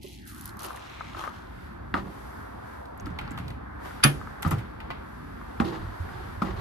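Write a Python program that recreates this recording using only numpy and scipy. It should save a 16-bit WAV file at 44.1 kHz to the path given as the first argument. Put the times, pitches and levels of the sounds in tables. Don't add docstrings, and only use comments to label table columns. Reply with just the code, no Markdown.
import sys
import numpy as np
from scipy import signal
from scipy.fft import rfft, irfft, next_fast_len
from scipy.io import wavfile
from scipy.ndimage import uniform_filter1d

SR = 44100
rng = np.random.default_rng(int(sys.argv[2]) if len(sys.argv) > 2 else 0)


def bounce(signal):
    frames = np.transpose(np.atleast_2d(signal))
    limited = np.clip(frames, -1, 1)
    pcm = np.round(limited * 32767).astype(np.int16)
    wavfile.write(sys.argv[1], SR, pcm)


N = 291179
TIME = np.arange(N) / SR
AGE = TIME[:SR * 3 // 4]
MODE_LAG_S, MODE_LAG_SPREAD_S = 0.000396, 0.00035


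def undb(db):
    return 10 ** (np.asarray(db) / 20)


def unit(x):
    return x / np.sqrt(np.mean(x ** 2))


def unit_hit(x):
    return x / np.sqrt(np.mean(x[..., :SR // 100] ** 2))


def read(points, hz):
    f, value = np.transpose(points)
    return np.interp(np.log(hz + 1), np.log(f), value)


def colour(x, points):
    n = 2 * next_fast_len(x.shape[-1] // 2 + 2048)
    hz = np.arange(n // 2 + 1) * SR / n + 1
    octaves_outside = np.log2(np.maximum(1, np.maximum(points[0][0] / hz, hz / points[-1][0])))
    cepstrum = irfft(np.log(undb(read(points, hz) - np.minimum(24 * octaves_outside, 50))))
    cepstrum[1:n // 2] *= 2
    cepstrum[n // 2 + 1:] = 0
    return irfft(rfft(x, n) * np.exp(rfft(cepstrum)))[..., :x.shape[-1]]


def band(x, lo_hz, hi_hz, order=2):
    return signal.sosfilt(signal.butter(order, [lo_hz, hi_hz], "band", fs=SR, output="sos"), x)


def port_noise(n, alike_hz=1300, lag_s=0, bass_alike=0.11):
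    hz = np.fft.rfftfreq(n, 1 / SR)
    shared, own = rfft(rng.standard_normal((2, n)))
    alike = .3 + (bass_alike - .3) / (1 + (hz / alike_hz) ** 4)
    left = shared * np.exp(-2j * np.pi * hz * lag_s)
    right = alike * shared + np.sqrt(1 - alike ** 2) * own
    return irfft(np.array([left, right]), n)


def wander(rate_hz, n=N):
    hold = int(SR / rate_hz)
    stairs = np.repeat(rng.standard_normal(n // hold + 1), hold)
    return unit(uniform_filter1d(stairs, hold)[:n])


def fade(t60):
    return np.exp(-np.log(1000) * AGE / t60)


def press(length, attack_s, t60):
    release = np.maximum(AGE - length, 0)
    taper = np.cos(np.pi / 2 * release / max(release[-1], .01))
    return np.minimum(AGE / attack_s, 1) * np.exp(-np.log(1000) * release / t60) * taper


def burst(t60, tail_db, tail_t60):
    return port_noise(len(AGE)) * (fade(t60) + undb(tail_db) * fade(tail_t60))


def strike(t60, tail_db, tail_t60, contact_db):
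    spike = np.zeros((2, len(AGE)))
    spike[:, 0] = 1
    return undb(contact_db) * unit_hit(spike) + unit_hit(burst(t60, tail_db, tail_t60))


def ring(modes, rise_s, scatter=0., spread=1):
    detune, place = rng.standard_normal((2, len(modes)))
    lags = spread * (MODE_LAG_S + MODE_LAG_SPREAD_S * place)
    waves = np.zeros((2, len(AGE)))
    for (hz, db, t60), tuning, lag in zip(modes, 1 + scatter * detune, lags):
        waves += undb(db) * fade(t60) * np.sin(2 * np.pi * hz * tuning * np.array([AGE - lag, AGE]))
    return waves * (1 - np.exp(-AGE / rise_s))


def grains(spectrum, spread_db):
    sizes = np.repeat(np.minimum(rng.exponential(size=len(AGE)), 4), 40)[:len(AGE)]
    return unit(colour(port_noise(len(AGE)) * undb(spread_db * sizes), spectrum))


def add(out, start, sound):
    i = int(start * SR)
    out[:, i:i + sound.shape[1]] += sound[:, :N - i]


# time in seconds, distance in metres.
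WALL_DISTANCE = [(0, 1.78), (1.5, 0.99), (3, 0.61), (4, 0.69), (4.8, 1), (6.6, 0.25)]

def off_wall(x, echo_db=-20.5):
    delay_s = 2 * np.interp(TIME, *np.transpose(WALL_DISTANCE)) / 343
    return x + undb(echo_db) * np.array([np.interp(TIME - delay_s, TIME, port) for port in x])


# frequency in Hz, gain in dB.
HISS_CLOSED = [(100, -4.5), (350, -1.5), (500, -17.5), (850, -9), (1100, -45), (1850, -28), (2400, 2),
               (12000, -7)]

def opening(x, open_s=0.19, s_per_octave=0.18, rise_s=0.095, dip_db=-1.5):
    hz, t, spectrum = signal.stft(x[:, :SR], SR, nperseg=1024)
    octaves_down = np.log2(2000 / np.clip(hz, 500, 2500))[:, None]
    since = (t - open_s - s_per_octave * octaves_down) / rise_s
    middle = ((hz > 600) & (hz < 2200))[:, None]
    db = read(HISS_CLOSED, hz)[:, None] * np.clip(-since, 0, 1) + dip_db * middle * np.exp(-since ** 2)
    first_second = signal.istft(spectrum * undb(db), SR)[1][:, :SR]
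    return np.hstack([first_second, x[:, SR:]])


# frequency in Hz, level in dB.
HISS_SPECTRUM = [(25, -29), (42, -3), (62, 6), (110, -0.5), (165, -5.5), (240, -3), (480, -13), (700, -13),
                 (1100, -14.5), (1650, -14.5), (2400, -28.5), (4500, -35), (7000, -44.5), (12500, -39),
                 (14200, -50), (15000, -70)]
# time in seconds, gain in dB.
HISS_MIDDLE = [(1.2, 3.5), (2.5, 3), (4.4, 4.5), (4.85, 3), (5.3, 3), (5.8, 4.5)]
HISS_TREBLE = [(1.35, -2.5), (1.65, 0.5), (1.8, -9.5), (2.15, 4.5), (2.7, 3), (2.95, -5.5), (3.45, -0.5),
               (3.6, -9.5), (3.78, -7), (3.86, 10.5), (4.1, 1), (5.05, -2), (5.5, 3), (6.6, 1.5)]

def outdoors(level_db=-40.5, far_db=-2.5, arrival_s=2.47):
    n = next_fast_len(N)
    hz = np.fft.rfftfreq(n, 1 / SR)
    noise = port_noise(n, alike_hz=940, lag_s=0.000855, bass_alike=0.97)[:, :N]
    spectrum = rfft(off_wall(noise), n) * undb(read(HISS_SPECTRUM, hz))
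    below = [0] + [1 / (1 + (hz / edge_hz) ** 8) for edge_hz in (420, 1050, 2000, 5000)] + [1]
    registers = [irfft(spectrum * (upper - lower), n)[:, :N] for lower, upper in zip(below, below[1:])]
    middle_db = np.interp(TIME, *np.transpose(HISS_MIDDLE))
    treble_db = np.interp(TIME, *np.transpose(HISS_TREBLE))
    gains_db = -1, middle_db, middle_db, treble_db / 2, treble_db
    wavers_db = 2, 1.7, 1.7, 1.7, 1.7
    air = sum(register * undb(db + waver_db * wander(6.4))
              for register, db, waver_db in zip(registers, gains_db, wavers_db))
    nearing_db = np.interp(TIME, [arrival_s / 2, arrival_s], [far_db, 0])
    return undb(level_db + nearing_db) * opening(air) / np.std(sum(registers))


# starting frequency in Hz, width in Hz, level in dB.
SWISH_RESONANCES = [(2480, 720, 1.5), (4060, 550, -6)]

def swish(start_s=.62, peak_s=1.0, end_s=1.35, level_db=-52, octaves_per_s=-0.36):
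    out = np.zeros((2, N))
    glide = np.cumsum(2 ** (octaves_per_s * AGE)) / SR
    push = np.interp(start_s + AGE, [start_s, peak_s, end_s], [0, 1, 0])
    for hz, width, db in SWISH_RESONANCES:
        flutter = unit(band(port_noise(len(AGE)), 3.9, width / 2))
        add(out, start_s, undb(level_db + db) * push * unit(flutter * np.sin(2 * np.pi * hz * glide)))
    return out


# multiple of the pitch, level in dB, t60 in seconds.
PING_MODES = [(1, 0, .014), (1.09, -3, .011), (.91, -4, .012), (.8, -6, .009), (1.22, -8, .008)]

def ping(hz):
    modes = [(hz * multiple, db, t60) for multiple, db, t60 in PING_MODES]
    return unit_hit(ring(modes, 0.00038, scatter=0.014, spread=0))


# frequency in Hz, level in dB.
CRUNCH_SPECTRUM = [(400, -17), (740, -3.5), (1200, 2), (1600, -5), (2300, -20)]
RUSTLE_SPECTRUM = [(1550, -29), (1800, -21), (2020, -1), (2250, -6.5), (2750, 0), (3360, -0.5),
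                   (3750, -4.5), (4150, -2), (4700, -8), (6000, -9), (7500, -14.5)]
FIZZ_SPECTRUM = [(4000, -4.5), (6300, -5), (8000, -7.5), (10500, 0.5), (13000, -2.5), (15000, -14)]
# start and length in seconds,
# crunch, rustle and fizz levels in dB, t60 in seconds.
GRAVEL_STEPS = [(0.01, 0.12, -84, -52, -59, .54), (0.258, 0.05, -70, -59, -50, .3),
                (.345, .14, -65, -60, -54, .25), (0.584, 0.12, -46, -52, -55, .4),
                (.625, .036, -46, -47, -46, .05), (0.741, 0.4, -53, -55, -70, .6),
                (1.158, 0.07, -38, -49, -58, .45), (1.32, .04, -52, -59, -70, .6)]
# start in seconds, grain level in dB, t60 in seconds, knock level in dB.
LOOSE_STONES = [(0.6407, -49, 0.097, -47), (0.7006, -38, .1, -48), (0.7445, -44, 0.12, -49),
                (1.0085, -40, 0.045, -35.5), (1.1476, -40, 0.04, -42.5), (1.1708, -47, 0.051, -45),
                (1.239, -34, 0.13, -35.5), (1.2763, -38.5, 0.039, -32)]
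# frequency in Hz, level in dB, t60 in seconds.
STONE_MODES = [(1228, 8, 0.026), (884, 0, 0.0092), (1560, -22, .01)]
# start in seconds, tick and ping levels in dB, ping pitch in Hz.
GRIT_TICKS = [(0.032, -53, -57, 4500), (0.086, -58, -63, 3170), (0.22, -67, -62, 4500),
              (.254, -64, -64, 9000), (0.277, -54, -53, 11900), (0.347, -52, -63, 3520),
              (.381, -57, -59.5, 9150), (0.4105, -52, -50, 10930), (0.456, -42.5, -42.5, 12550),
              (0.477, -54, -53, 10300), (.492, -53, -55, 4160), (.57, -58, -59, 12800),
              (.593, -45.5, -54, 4230), (.605, -54, -53, 5600), (0.621, -50, -59, 6440),
              (0.632, -44, -55, 11500), (0.644, -52, -46, 12300), (0.655, -54, -52, 5200),
              (.665, -56, -54, 12200), (.761, -49.5, -58, 3000), (.773, -58, -47.5, 1900)]

def gravel():
    out = np.zeros((2, N))
    layers = (CRUNCH_SPECTRUM, 3.5), (RUSTLE_SPECTRUM, 3.5), (FIZZ_SPECTRUM, 3)
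    for start, length, *levels, t60 in GRAVEL_STEPS:
        load = press(length, attack_s=0.021, t60=t60)
        for db, (spectrum, spread_db) in zip(levels, layers):
            add(out, start, undb(db) * load * grains(spectrum, spread_db))
    for start, db, t60, knock_db in LOOSE_STONES:
        crunch = unit_hit(fade(t60) * grains(CRUNCH_SPECTRUM, spread_db=3.5))
        edges = unit_hit(fade(t60) * grains(RUSTLE_SPECTRUM, spread_db=3.5))
        knock = unit_hit(ring(STONE_MODES, 0.00014, scatter=0.034, spread=0))
        add(out, start, undb(db) * (crunch + undb(-24) * edges) + undb(knock_db) * knock)
    for start, db, ping_db, hz in GRIT_TICKS:
        tick = unit_hit(colour(strike(.009, -14, .09, contact_db=-17.5), FIZZ_SPECTRUM))
        add(out, start, undb(db) * tick + undb(ping_db) * ping(hz))
    return out


# start in seconds, level in dB, pitch in Hz.
SMALL_TAPS = [(3.068, -39.5, 1300), (3.189, -54, 1160), (3.278, -43.5, 1070), (3.378, -41.5, 1190),
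              (3.909, -41, 1380), (4.003, -44.5, 1410), (4.214, -40.5, 1240), (4.273, -40, 1270),
              (5.414, -42, 1150), (6.09, -44, 1450)]

def taps():
    out = np.zeros((2, N))
    for start, db, hz in SMALL_TAPS:
        modes = [(hz, 0, .022), (hz * 1.26, -6, .016), (hz * .85, -9, .016)]
        add(out, start, undb(db) * unit_hit(ring(modes, 0.00033, spread=0)))
    return out


# multiple of the pitch, level in dB.
GROAN_PARTIALS = [(1, 3.5), (1.17, -5.5), (1.5, -8.5), (2.801, -10.5)]

def groan(hz, jitter=.045, flutter_db=3.5):
    n = len(AGE)
    pitch = hz * (1 + jitter * wander(56.6, n))
    turns = np.cumsum(pitch) / SR - hz * np.array([[MODE_LAG_S], [0]])
    return unit(sum(undb(db + flutter_db * wander(46.7, n)) * np.sin(2 * np.pi * multiple * turns)
                    for multiple, db in GROAN_PARTIALS))


# frequency in Hz, level in dB.
RASP_SPECTRUM = [(350, -64), (600, -3.5), (903, 1), (1110, 0), (1680, -9), (1940, -6), (2240, -14),
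                 (3300, -16.5), (4220, -22.5), (6870, -31), (11600, -53), (14000, -49)]
SAND_SPECTRUM = [(2000, -19), (2700, -1), (3400, 2), (4400, 2), (5400, -9), (8000, -18), (13000, -18)]
# start and main push length in seconds,
# groan level in dB, groan pitch in Hz, rasp and sand levels in dB.
SOLE_SCUFFS = [(0.039, 0.02, -35.5, 377, -74, -70), (0.636, 0.047, -38, 315, -39.5, -58),
               (1.159, 0.04, -35.5, 345, -42, -50), (1.962, 0.049, -39.5, 338, -32, -53),
               (3.844, 0.042, -46.5, 387, -34.5, -68), (5.64, 0.069, -29, 336, -36, -41.5),
               (5.716, 0.058, -30, 322.2, -33, -50), (6.093, 0.23, -48, 342, -44, -59),
               (6.441, 0.091, -39, 356, -34.5, -51), (6.554, 0.14, -39, 383, -37.5, -53)]

def scuffs(slip_spread_db=4):
    out = np.zeros((2, N))
    for start, length, groan_db, hz, rasp_db, sand_db in SOLE_SCUFFS:
        push = np.interp(AGE / length, [0, .15, .75, 1.25], [0.25, 0.57, 0.46, 0.1])
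        push *= press(2.8 * length, 0.0093, 1.0)
        slips = port_noise(len(AGE)) * undb(slip_spread_db * np.tanh(wander(163.3, len(AGE))))
        rasp = undb(rasp_db) * unit(colour(slips, RASP_SPECTRUM))
        sand = undb(sand_db) * grains(SAND_SPECTRUM, spread_db=2.5)
        surface = undb(groan_db) * press(length, 0.0069, 1.0) * groan(hz)
        add(out, start, push * (rasp + sand + surface))
    return out


# start in seconds, latch, fittings and tick levels in dB,
# latch t60 in seconds, ping level in dB, ping pitch in Hz.
LATCH_CLICKS = [(2.856, -59, -61, -67, .04, -60, 3860), (2.976, -68, -70, -64, .04, -58, 11400),
                (2.998, -56, -58, -68, .03, -53, 6100), (3.006, -62, -66, -62, .02, -58, 9000),
                (3.058, -49, -56, -58, 0.1, -54, 5000), (3.1882, -34, -47, -53.5, 0.035, -42, 3360),
                (3.213, -54, -62, -62, .02, -58, 3900), (3.277, -50, -52, -72, 0.035, -57, 4300),
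                (3.308, -54, -61, -65, 0.03, -54, 7600), (3.316, -53, -61, -57, .025, -56, 7400),
                (3.3758, -42, -50, -54, 0.027, -46, 3120), (3.386, -44, -46, -55, 0.05, -54, 4100),
                (3.481, -49, -56, -55, 0.035, -49, 4040), (3.504, -49, -53, -58, 0.03, -51, 3620),
                (4.4231, -44, -57, -44, 0.044, -47, 11800), (4.4284, -35, -51, -42, 0.031, -42, 3300),
                (4.476, -48, -48, -49, 0.11, -50, 11100), (4.509, -36, -44, -39.5, 0.1, -42, 11600),
                (4.5835, -46, -51, -56, 0.12, -58, 4300), (4.803, -43, -56, -62, .043, -49, 2300),
                (4.9035, -37, -41, -60, .06, -38, 1100), (4.909, -43, -40, -64, 0.1, -43, 720)]
# frequency in Hz, level in dB.
LATCH_SPECTRUM = [(500, -10.5), (640, -14), (860, 7), (1070, -12), (1430, 6), (1720, -8.5), (2030, 1),
                  (2400, -1.5), (3100, -5.5), (4700, -15), (6000, -30)]
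# frequency in Hz, level in dB, t60 in seconds.
FITTING_MODES = [(694, -2, .1), (1066, -1, .12), (1394, -6, .06), (1997, 0, .1), (2580, -11, .08),
                 (2815, -13, .09), (3822, -14, .08), (4735, -17, .06)]

def latch():
    out = np.zeros((2, N))
    for start, body_db, ring_db, tick_db, t60, ping_db, hz in LATCH_CLICKS:
        body = unit_hit(colour(strike(t60, -13.5, 0.69, contact_db=-26), LATCH_SPECTRUM))
        fittings = unit_hit(ring(FITTING_MODES, 0.00047, scatter=0.0026))
        tick = unit_hit(band(strike(t60 * 0.79, -15, 0.24, contact_db=-18), 5500, 13900))
        click = undb(body_db) * body + undb(ring_db) * fittings + undb(tick_db) * tick
        add(out, start, click + undb(ping_db) * ping(hz))
    return out


# start in seconds, jolt and snap levels in dB.
DOOR_JOLTS = [(4.0375, -17, -15.5), (4.04, -19, -19), (4.0472, -26, -45)]
# frequency in Hz, level in dB.
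BOLT_SPECTRUM = [(700, -24), (1500, 7.5), (3000, 0.5), (5000, -8), (7000, -23), (13000, -25)]
DOOR_SPECTRUM = [(260, -16), (400, -11), (560, -29), (730, -6.5), (900, -12), (1400, 1.5), (2000, -2),
                 (2450, -1), (3100, -3.5), (3950, -9.5), (4750, -13), (5250, -16), (6500, -18), (8200, -24),
                 (9600, -12), (10350, 2), (11000, -20), (12200, -13), (13200, -11), (14500, -41)]
LEAF_SPECTRUM = [(170, -1.5), (280, 0), (400, -5), (560, -15), (780, -3.5), (1000, -10)]
# frequency in Hz, level in dB, t60 in seconds.
SNAP_MODES = [(1680, 0, .05), (2440, -1, 0.045), (3470, -3, .035), (4500, -3, .025), (4720, 5, 0.025),
              (5640, -3, 0.03), (6230, -2, 0.03), (6900, -2, 0.022), (10300, 3, .03)]
FRAME_MODES = [(287, 4, .3), (361, -2, .4), (389, -2, .4), (756, -3, .25), (1138, 6, .15), (1264, 8, .17),
               (1355, 4, .16), (1415, 3, .14), (1537, 3, .14), (1685, 3, .17), (1735, 3, .15),
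               (1803, 6, .16), (1890, 3, .14), (2024, 4, .12), (2182, 3, .14), (2317, 6, .15),
               (2478, 9, .15), (2557, 2, .15), (2654, 2, .14), (2854, 1, .15), (2930, 3, .17),
               (3150, 5, .16), (3267, 4, .15), (3533, 2, .13), (4166, -6, .13), (4570, -7, .15),
               (4736, 3, .1), (5700, -8, .15), (6320, -5, .12), (6880, -9, .13)]
STRIKER_MODES = [(10250, -6, .08), (10312, 0, .19), (10365, -5, .1), (10540, -12, .16), (11810, -9, .13),
                 (12100, -10, .11), (13020, -14, .12)]
PANEL_MODES = [(142, -10.5, 0.25), (214, -7.5, 0.07)]

def door(slide_s=.012, swing_lag_s=.012):
    out = np.zeros((2, N))
    free_s = DOOR_JOLTS[0][0]
    force = (AGE / slide_s) ** 2 * (AGE < slide_s)
    add(out, free_s - slide_s, undb(-18) * force * grains(BOLT_SPECTRUM, spread_db=2.6))
    for start, db, snap_db in DOOR_JOLTS:
        jolt = unit_hit(colour(burst(0.01, -9.5, 0.19), DOOR_SPECTRUM))
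        snap = unit_hit(ring(SNAP_MODES, 0.0005, scatter=0.0052))
        add(out, start, undb(db) * jolt + undb(snap_db) * snap)
    frame = undb(-21) * unit_hit(ring(FRAME_MODES, 0.0027))
    striker = undb(-30.5) * unit_hit(ring(STRIKER_MODES, 0.00086))
    add(out, free_s, frame + striker)
    boom = ring(PANEL_MODES, 0.0057)
    rumble = undb(-22) * unit_hit(band(burst(0.19, -8.5, 0.95), 72, 190, order=1))
    thump = undb(-24) * unit_hit(colour(burst(.12, -20, .3), LEAF_SPECTRUM))
    add(out, free_s + swing_lag_s, boom + rumble + thump)
    return out


# start in seconds, level in dB, pitch in Hz.
FLOOR_THUDS = [(3.068, -23, 289), (3.101, -25, 179), (3.31, -24.5, 272), (3.4, -25, 172),
               (4.46, -15.5, 89.6), (4.462, -11.5, 156), (4.524, -12.5, 142), (4.525, -16, 99.7),
               (4.57, -17.5, 117), (5.602, -9.5, 236), (5.612, -25.5, 79.7), (6.001, -20, 86),
               (6.375, -26, 91.5), (6.421, -14, 215), (6.462, -32, 92.4)]
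# start and length in seconds, level in dB, pitch in Hz.
BODY_STRAINS = [(2.039, 0.051, -42.5, 221), (3.021, 0.087, -35, 93), (3.18, 0.37, -39.5, 114),
                (5.626, 0.095, -38, 190), (5.785, 0.118, -37, 75), (6.031, 0.24, -42, 95),
                (6.445, 0.16, -35.5, 93)]

def trailer_body(thud_cycles=15.3):
    out = np.zeros((2, N))
    for start, db, hz in FLOOR_THUDS:
        t60 = thud_cycles / hz
        rumble = unit_hit(band(burst(t60, -16, 0.78), hz / 2, hz * 2, order=1))
        thud = ring([(hz, 0, t60)], rise_s=0.0051)
        add(out, start, undb(db) * (thud + undb(-26) * rumble))
    for start, length, db, hz in BODY_STRAINS:
        shudder = unit(band(port_noise(len(AGE), bass_alike=0.82), hz / 1.92, hz * 1.43))
        add(out, start, undb(db) * press(length, attack_s=0.0075, t60=0.29) * shudder)
    return out


# start in seconds,
# boom, clack, crack and grit levels in dB, clang pitch in Hz, clack t60 in seconds.
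SHOE_KNOCKS = [(1.941, -27.5, -24, -25, -55.5, 1386, 0.15), (4.4484, -29, -28.5, -40, -57, 1173, 0.16),
               (4.514, -29.5, -30, -48.5, -58.5, 1264, 0.15), (5.6003, -21.5, -27.5, -31, -60, 1110, 0.13),
               (6.419, -24, -24, -47, -55, 1190, 0.053)]
# frequency in Hz, level in dB, t60 in seconds.
TREAD_MODES = [(188.7, 1.5, 0.41), (225.6, 0.5, 0.18), (264.6, 13.5, 0.049), (322, -6, 0.45),
               (395.5, -11.5, 0.8), (485, -20, 0.5), (537, -9.5, 0.3), (703, -1.5, 0.089), (808, -6, .25),
               (999, -4, 0.21)]
# frequency in Hz, level in dB.
CLACK_SPECTRUM = [(150, -12), (250, -5.5), (451, -27), (586, -13.5), (865, -7.5), (1010, -8), (1200, -2),
                  (1310, -4.5), (1450, -7), (1640, -21.5), (1950, -14), (2130, -23), (5000, -34),
                  (6500, -50), (11000, -120)]
CRACK_SPECTRUM = [(1500, 4.5), (2050, -0.5), (2700, -9), (4000, -15), (6000, -36)]

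def treads(boom_lag_s=0.0012):
    out = np.zeros((2, N))
    for start, boom_db, clack_db, crack_db, grit_db, hz, t60 in SHOE_KNOCKS:
        boom = unit_hit(ring(TREAD_MODES, 0.0016, scatter=0.019))
        rumble = unit_hit(band(burst(0.055, 7.7, 0.85), 63, 610))
        clack = unit_hit(colour(strike(t60, -11.0, 0.19, contact_db=-12), CLACK_SPECTRUM))
        clang = unit_hit(ring([(hz, 0, .055), (hz * 0.84, -3, .07), (hz * 1.36, -7, .03)], 0.00058))
        crack = unit_hit(colour(strike(.012, -17, .18, contact_db=3), CRACK_SPECTRUM))
        grit = unit_hit(band(burst(0.044, 2, 0.37), 3600, 14000))
        metal = undb(clack_db) * (clack + undb(-7) * clang)
        add(out, start, metal + undb(crack_db) * crack + undb(grit_db) * grit)
        add(out, start + boom_lag_s, undb(boom_db) * (boom + undb(-18.5) * rumble))
    return out


def from_right(x, lag_s=.00016):
    return np.array([np.interp(TIME - lag_s, TIME, x[0]), x[1]])


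# frequency in Hz, left minus right in dB.
PORT_BALANCE_DB = [(70, -4.5), (140, 0), (280, -6.5), (550, -8), (1200, 7.5), (2500, -2.5), (5000, 2.5),
                   (9000, -4), (14000, 1)]

def scene():
    trailer = treads() + trailer_body() + from_right(latch() + door())
    near = trailer + off_wall(gravel()) + swish() + taps() + scuffs()
    n = next_fast_len(N + len(AGE))
    balance_db = read(PORT_BALANCE_DB, np.fft.rfftfreq(n, 1 / SR))
    port_gains = undb(np.array([balance_db, -balance_db]) / 2)
    return irfft(rfft(near, n) * port_gains, n)[:, :N] + outdoors()


def record(dry):
    return signal.sosfilt(signal.ellip(8, .2, 80, 15200, fs=SR, output="sos"), np.tanh(dry))


dry = scene()
out = record(dry)
bounce(out)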